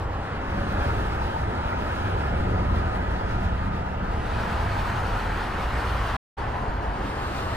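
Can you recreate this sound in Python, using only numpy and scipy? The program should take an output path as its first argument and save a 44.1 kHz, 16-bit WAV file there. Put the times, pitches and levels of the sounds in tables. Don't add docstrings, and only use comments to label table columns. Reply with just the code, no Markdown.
import sys
import numpy as np
from scipy import signal
from scipy.io import wavfile
from scipy.ndimage import uniform_filter1d, map_coordinates

SR = 44100
rng = np.random.default_rng(int(sys.argv[2]) if len(sys.argv) > 2 else 0)


def transcribe(u):
    v = np.clip(np.atleast_2d(u).T, -1, 1)
    q = np.round(v * 32767).astype(np.int16)
    wavfile.write(sys.argv[1], SR, q)


def ratio_of_db(decibels):
    return 10 ** (np.asarray(decibels, float) / 20)


N = 333396
FRAME = 1024
SPEED_M_S = 35.4

# out_s, back_s, fade_out_s, fade_in_s
DROPOUT = (6.1672, 6.3675, .0035, .017)


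def unit(x):
    return x / np.sqrt(np.mean(np.abs(x) ** 2) + 1e-20)


def along(points, hz, order=1):
    columns = np.transpose(points)
    return np.interp(np.log(hz + 1), np.log(columns[0] + 1), columns[order])


def curves(rows, t):
    s, *columns = np.transpose(rows)
    return [np.interp(t, s, column) for column in columns]


def wobble(rate):
    return map_coordinates(rng.standard_normal(400), [np.arange(N) * rate / SR])


def smooth(grid, bins, frames):
    return uniform_filter1d(uniform_filter1d(grid, size=bins, axis=0), size=frames, axis=1)


def rush(spectrum, patchy_db, streak_db=0):
    hz, t, z = signal.stft(rng.standard_normal((2, N)), SR, nperseg=FRAME)
    chance = rng.standard_normal(z.shape[1:])
    patches = unit(smooth(chance, 10, 7))
    streaks = unit(smooth(chance[::-1], 2, 24))
    z = z * ratio_of_db(along(spectrum, hz)[:, None] + patchy_db * patches + streak_db * streaks)
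    return unit(signal.istft(z, SR, nperseg=FRAME)[1][:, :N])


def ticks():
    # start_s, level_db, pitch_hz, fade_by_60_db_s
    wire_rings = [
        (3.009, -54, 14300, .012),
        (6.38, -51, 4520, 0.16),
    ]
    out, t = np.zeros(N + SR), np.arange(SR // 4) / SR
    for s, db, hz, t60 in wire_rings:
        strength = ratio_of_db(db - 60 * t / t60) * (1 - np.exp(-t / 0.0021))
        unsteady = np.cumsum(rng.normal(0, .08, len(t)))
        out[round(s * SR):][:len(t)] += strength * np.sin(2 * np.pi * hz * t + unsteady)
    return out[:N]


def drones():
    # start_s, end_s, start_pitch_hz, end_pitch_hz, level_db
    engine_tones = [(0.465, 1.746, 70, 64.3, -37), (2.163, 3.094, 87.8, 79.6, -35),
                    (2.193, 3.678, 54.7, 60.3, -34), (2.007, 3.205, 185.8, 181.9, -39.5),
                    (3.0, 4.3, 183.4, 178, -41.5), (3.91, 4.614, 66.4, 70.7, -34.5),
                    (4.44, 5.5, 99.8, 97.4, -37.5), (5.504, 6.6, 103.6, 100.1, -37),
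                    (4.948, 5.55, 42.54, 41, -33), (5.602, 6.247, 55.8, 59.2, -33.5),
                    (6.51, 7.402, 50, 47.2, -37)]
    waver_share, wavers_per_s = .028, 6
    t, out = np.arange(N) / SR, np.zeros(N)
    for start, end, start_hz, end_hz, db in engine_tones:
        u = np.clip((t - start) / (end - start), 0, 1)
        hz = start_hz + (end_hz - start_hz) * u
        hz += waver_share * start_hz * wobble(wavers_per_s)
        swell = np.sqrt(np.sin(np.pi * u)) * ratio_of_db(db + 4.5 + 0.71 * wobble(wavers_per_s))
        out += swell * np.sin(2 * np.pi * np.cumsum(hz) / SR)
    return out


def hums():
    # start_s, end_s, start_pitch_hz, end_pitch_hz, level_db
    tread_tones = [(0.4, 1.009, 560, 581, -39), (0.7, 1.296, 1390, 1370, -46.5), (0.8, 1.8, 930, 905, -41),
                   (1.65, 2.2, 1245, 1253, -43), (1.9, 2.503, 840, 807, -47), (2.3, 3.3, 730, 760, -46),
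                   (2.5, 3.1, 1310, 1304, -49), (2.6, 3.2, 830, 788, -54), (3.5, 4.0, 870, 887, -55),
                   (4.3, 4.896, 960, 908, -45), (4.4, 5.0, 680, 680, -43.5), (4.9, 5.6, 880, 860, -43.5),
                   (5.4, 6.2, 730, 701, -42), (5.7, 6.2, 1090, 1058, -46.5), (6.3, 6.903, 960, 940, -46),
                   (6.5, 7.0, 1040, 1016, -46)]
    waver_share, flicker_db, flickers_per_s = .02, 4, 16
    out = np.zeros(N)
    waver, flicker = wobble(2 * flickers_per_s), wobble(flickers_per_s)
    for k, (start, end, start_hz, end_hz, db) in enumerate(tread_tones):
        span = np.arange(round(start * SR), round(end * SR))
        u = np.linspace(0, 1, len(span))
        own = (span + k * SR // 2) % N
        hz = start_hz + (end_hz - start_hz) * u + waver_share * start_hz * waver[own]
        swell = np.sqrt(np.abs(np.sin(np.pi * u))) * ratio_of_db(db + flicker_db * flicker[own])
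        out[span] += swell * np.sin(2 * np.pi * np.cumsum(hz) / SR)
    return out


def crowd(far_db, levels_db, shapes_db):
    single = np.sum(ratio_of_db(levels_db[:, None] + shapes_db) ** 2, axis=0)
    return 10 * np.log10(ratio_of_db(far_db) ** 2 + single)


def engine_levels(t):
    # closest_s, exhaust_db, engine_bay_db, intake_db
    passes = [(0.0, -31.5, -42.5, -39.5), (0.62, -39, -36.5, -39), (0.92, -28, -40, -35.5),
              (1.5, -32, -39, -38.5), (2.12, -30, -38.5, -41), (1.8, -41.5, -42.5, -41.5),
              (2.4, -31.5, -39, -34.5), (2.7, -26.5, -35.5, -39.5), (2.55, -36, -40.5, -40.5),
              (2.95, -34.5, -42, -41), (3.3, -28.5, -47.5, -42.5), (3.62, -30, -37, -43.5),
              (4.2, -30, -43.5, -39.5), (4.5, -50, -37.5, -44.5), (4.82, -29.5, -42, -39),
              (5.4, -47.5, -43, -41), (5.78, -31, -42.5, -39), (6.42, -35.5, -43, -39.5),
              (6.68, -32, -52, -45.5), (7.1, -40, -41.5, -39), (7.45, -36, -44.5, -41.5)]
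    s, *levels_db = np.transpose(passes)
    engine_m = 10.65
    shape_db = -20 * np.log10(1 + (SPEED_M_S * (t - s[:, None]) / engine_m) ** 2)
    far_levels_db = (-34.5, -44, -44.5)
    return [crowd(far_db, db, shape_db) for far_db, db in zip(far_levels_db, levels_db)]


def tyre_levels(t):
    # start_s, roar_db, tread_db, hiss_db, first_open_distance_m
    cars = [(0.3, -38, -37.5, -57, 5.7), (0.52, -38.5, -43, -52.5, 20), (0.76, -32, -35, -46, 11.5),
            (0.92, -45, -47, -51, 12), (1.15, -42, -54, -49.5, 10), (1.62, -33, -39.5, -51.5, 6.8),
            (1.92, -35.5, -37, -47, 19), (2.65, -33, -45.5, -51.5, 20), (2.98, -42, -42, -54, 11),
            (3.35, -51, -46.5, -48.5, 5.7), (4.2, -36, -42, -53, 9.8), (4.33, -51, -45, -51, 9.2),
            (4.4, -44, -45, -50, 11), (4.48, -29, -34.5, -48.5, 4.3), (4.8, -31, -34, -46, 6.8),
            (4.62, -45, -45, -49.5, 14), (4.98, -44, -46, -51, 14), (5.15, -33.5, -35.5, -45.5, 9.5),
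            (5.5, -40.5, -36, -47, 16), (5.82, -34.5, -35.5, -45.5, 25), (6.05, -41, -41, -51, 15),
            (6.3, -34, -39, -51.5, 12), (6.62, -36, -48, -58.5, 13), (7.0, -45, -47, -63, 20),
            (7.18, -50, -39.5, -45.5, 14), (7.5, -35, -38, -45, 12)]
    s, roar_db, tread_db, hiss_db, near_m = np.transpose(cars)
    emerge_s, air_db_per_m = 0.16, 0.43
    since, near_m = t - s[:, None], near_m[:, None]
    away_m = np.hypot(near_m, SPEED_M_S * since)
    open_air = 1 / (1 + np.exp(-np.clip(since / emerge_s + 1, -40, 40)))
    heard = (s[:, None] > DROPOUT[0]) == (t > DROPOUT[0])
    shape_db = 20 * np.log10(open_air * heard * near_m / away_m + 1e-6)
    hiss_shape_db = shape_db - air_db_per_m * (away_m - near_m)
    return [crowd(-36.5, roar_db, shape_db), crowd(-42, tread_db, shape_db),
            crowd(-54, hiss_db, hiss_shape_db)]


def traffic():
    # pitch_hz, level_db (per Hz)
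    exhaust_tone = [(14, -58), (25, -12), (40, 2.5), (60, -6.5), (100, 3), (130, -8), (170, -26),
                    (300, -81)]
    bay_tone = [(60, -34), (110, -29.5), (150, -2), (190, 2), (250, -5), (330, -15.5), (600, -62.5)]
    intake_tone = [(150, -41), (240, -5.5), (320, -1), (480, -4), (620, -5), (800, -15), (1300, -69)]
    tyre_tone = [(200, -37), (420, -9), (600, -8), (750, -1.5), (950, 0), (1150, -3), (1400, -12),
                 (2200, -23), (4000, -65)]
    tread_tone = [(700, -22), (1150, -1), (1350, 0), (1700, -2), (2200, -10.5), (3200, -16), (5000, -56.5),
                  (9000, -58.5)]
    hiss_tone = [(800, -36.5), (1800, -31.5), (2500, 1.5), (3200, -1), (4500, -4), (5500, -11),
                 (7000, -16.5), (8000, -17.5), (11000, -20), (12500, -23), (15500, -26), (15900, -36)]
    spray_tone = [(3000, -31.5), (5500, -1.5), (8000, 5.5), (11000, -0.5), (15400, -2), (16000, -24.5)]
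    t = np.arange(N) / SR
    slow = t[::64]
    levels = engine_levels(slow) + tyre_levels(slow)
    exhaust_db, bay_db, intake_db, tyre_db, tread_db, hiss_db = [np.interp(t, slow, db) for db in levels]
    flutter = wobble(13)
    streak_db = 1.5
    exhaust = ratio_of_db(exhaust_db) * rush(exhaust_tone, patchy_db=-0.4)
    bay = ratio_of_db(bay_db + 0.225 * wobble(12.0)) * rush(bay_tone, patchy_db=1.86)
    bay += ratio_of_db(intake_db + 0.3 * wobble(5.5)) * rush(intake_tone, patchy_db=1.04)
    tyres = ratio_of_db(tyre_db + .3 * flutter) * rush(tyre_tone, .8, streak_db)
    tyres += ratio_of_db(tread_db + .3 * flutter) * rush(tread_tone, 1.0, streak_db)
    near = np.clip((hiss_db + 52.0) / 8, 0, 1)
    hiss = ratio_of_db(hiss_db + .45 * flutter + .9 * wobble(30)) * rush(hiss_tone, patchy_db=1.3)
    hiss += ratio_of_db(hiss_db - 15 + .6 * flutter) * near * rush(spray_tone, patchy_db=1.5)
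    return exhaust + bay + tyres + hiss


def ports(pair):
    # time_s, near_lanes_side, far_lanes_side (1 right to -1 left), treble_from_all_round (0-1)
    bearing = [(0, .6, .4, 0), (.5, 1, .65, 0), (1.1, 1, .95, 0), (2.7, 1, 1.12, 0), (3.3, 1, 1.05, .1),
               (4, .8, 1.05, .2), (4.45, -.05, 1, .1), (5.1, -.05, .75, 0), (6.2, -.15, 0, .05),
               (6.5, -.15, -.65, .3), (6.95, -.3, -.9, .3), (7.2, -.75, -.75, .2)]
    # pitch_hz, phase_radians
    path_lead = [(1, 0), (150, -.05), (450, -.3), (1290, -.72), (2200, -1.45), (3100, -2.25), (3450, -1.9),
                 (3700, -.9), (3950, -1.6), (4200, -2.8), (5300, -3.2), (6200, -4.2), (6800, -6), (6900, 0)]
    shell_lead = [(1, 0), (150, -.1), (400, -.7), (690, -.9), (1030, -2), (1180, -2.5), (1205, 0)]
    # pitch_hz, road_ahead (0-1), road_to_one_side (0-1)
    likeness = [(60, .985, .985), (300, .97, .96), (800, .66, .7), (1000, .45, .74), (1180, .38, .78),
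                (1300, .93, .88), (2900, .6, .75), (3700, .8, .2), (4350, .55, .72), (5300, .62, .15),
                (6000, .5, .42), (7200, .82, .55), (9300, .65, .28), (12600, .4, .2), (14000, .65, .4)]
    # pitch_hz, left_minus_right_db
    tilt = [
        (100, -0.5),
        (500, 0.5),
        (1000, 2),
        (1300, 0),
        (4500, -0.8),
        (10000, 0.3),
    ]
    # time_s, centre_hz, depth_db
    notch = [(0, 1130, -0.5), (1.0, 1080, 1.5), (2.0, 1120, 1.5), (3.0, 1130, 4.5), (4.0, 1100, 3),
             (4.5, 1100, 4), (5.05, 1090, 4), (5.4, 1150, 1.5), (6.2, 1180, 2), (6.7, 1170, 5),
             (7.0, 1150, -1.5), (7.5, 1150, 0)]
    # pitch_hz, level_db
    grille = [
        (5000, 1),
        (6200, 2.4),
        (7400, 0),
        (9400, 1),
        (10200, -0.9),
        (11500, 0),
        (12700, 2),
        (14000, 1),
    ]
    hz, t, (shared, apart) = signal.stft(pair, SR, nperseg=FRAME)
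    path, shell, diffuse = curves(bearing, t)
    pan_db = -1.1 * path
    lead = np.outer(along(path_lead, hz), path) + np.outer(along(shell_lead, hz), shell)
    aside = np.clip(np.abs(path), 0, 1)
    alike = np.outer(along(likeness, hz), 1 - aside) + np.outer(along(likeness, hz, order=2), aside)
    alike *= 1 - np.outer(np.clip(hz / 2000, 0, 1), diffuse)
    turn = np.arccos(np.clip(alike, 0, 1)) / 2
    difference_db = along(tilt, hz)[:, None] + np.outer(hz > 1200, pan_db)
    half = np.exp(.5j * lead) * ratio_of_db(difference_db / 2)
    left = (np.cos(turn) * shared + np.sin(turn) * apart) * half
    right = (np.cos(turn) * shared - np.sin(turn) * apart) / half
    notch_hz, notch_db = curves(notch, t)
    dip_db = notch_db / (1 + ((hz[:, None] - notch_hz) / 70) ** 4)
    colour = ratio_of_db((along(grille, hz) * (hz > 4000))[:, None] - dip_db)
    return signal.istft(np.array([left, right]) * colour, SR, nperseg=FRAME)[1][:, :N]


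def watery_treble(x):
    # pitch_hz, extra_threshold_db
    dead_slope = [
        (8000, -2),
        (10800, -2),
        (11600, .5),
        (12600, 2.5),
        (14000, 2.5),
        (15000, .5),
    ]
    start_hz, top_hz = 8000, 15100
    dead_db, spare_db, thrift_db, top_dead_db = -91, .3, 2.6, -86.8
    offset = 552
    hz, t, z = signal.stft(np.pad(x, ((0, 0), (offset, 0))), SR, nperseg=2 * FRAME)

    def blocks(draw, bins):
        values = draw((len(hz) // bins + 1, len(t) // 2 + 1))
        return np.kron(values, np.ones((bins, 2)))[:len(hz), :len(t)]

    power = np.mean(np.abs(z) ** 2, axis=0)
    lines, band = smooth(power, 4, 2), smooth(power, 41, 5)
    more_above = np.clip((hz[:, None] - 9000) / 4000, .3, 1)
    thrift = ratio_of_db(thrift_db * blocks(rng.standard_normal, 16) * more_above) ** 2
    floor = ratio_of_db(dead_db + along(dead_slope, hz)[:, None]) ** 2
    dead = thrift * np.minimum(floor, band * ratio_of_db(spare_db) ** 2)
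    weak = ratio_of_db(np.interp(hz, [8000, 14000], [-12, -5]))[:, None] ** 2
    dead = np.maximum(dead, thrift * band * weak)
    below = hz < top_hz
    loud_hiss = band[below][-20] / thrift[below][-1] > ratio_of_db(top_dead_db) ** 2
    dead[hz > top_hz] = np.where(loud_hiss, 0, 1)
    low_treble = ((hz > 4500) & (hz < 6400))[:, None]
    starved = (blocks(rng.random, 8) < .012) & low_treble & (band < ratio_of_db(-72) ** 2)
    keep = ((lines > dead) | (hz < start_hz)[:, None]) & ~starved
    return signal.istft(z * keep, SR, nperseg=2 * FRAME)[1][:, offset:offset + N]


def scene():
    tones = (drones() + hums()) * [[1], [0]]
    return ports(traffic() + tones) + ticks() * ratio_of_db([[2.5], [-2.5]])


def band_limit(x):
    return signal.sosfilt(signal.butter(12, 15490, fs=SR, output="sos"), x)


def record(dry):
    out, back, fall, rise = DROPOUT
    t = np.arange(N) / SR
    fade_out = np.clip((out - t) / fall, 0, 1)
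    fade_in = np.clip((t - back) / rise, 0, 1) ** 1.3
    thinned = watery_treble(dry)
    rounded = thinned / (1 + np.abs(thinned / .34) ** 4) ** (1 / 4)
    return band_limit(np.maximum(fade_out, fade_in) * rounded)


dry = scene()
out = record(dry)
transcribe(out)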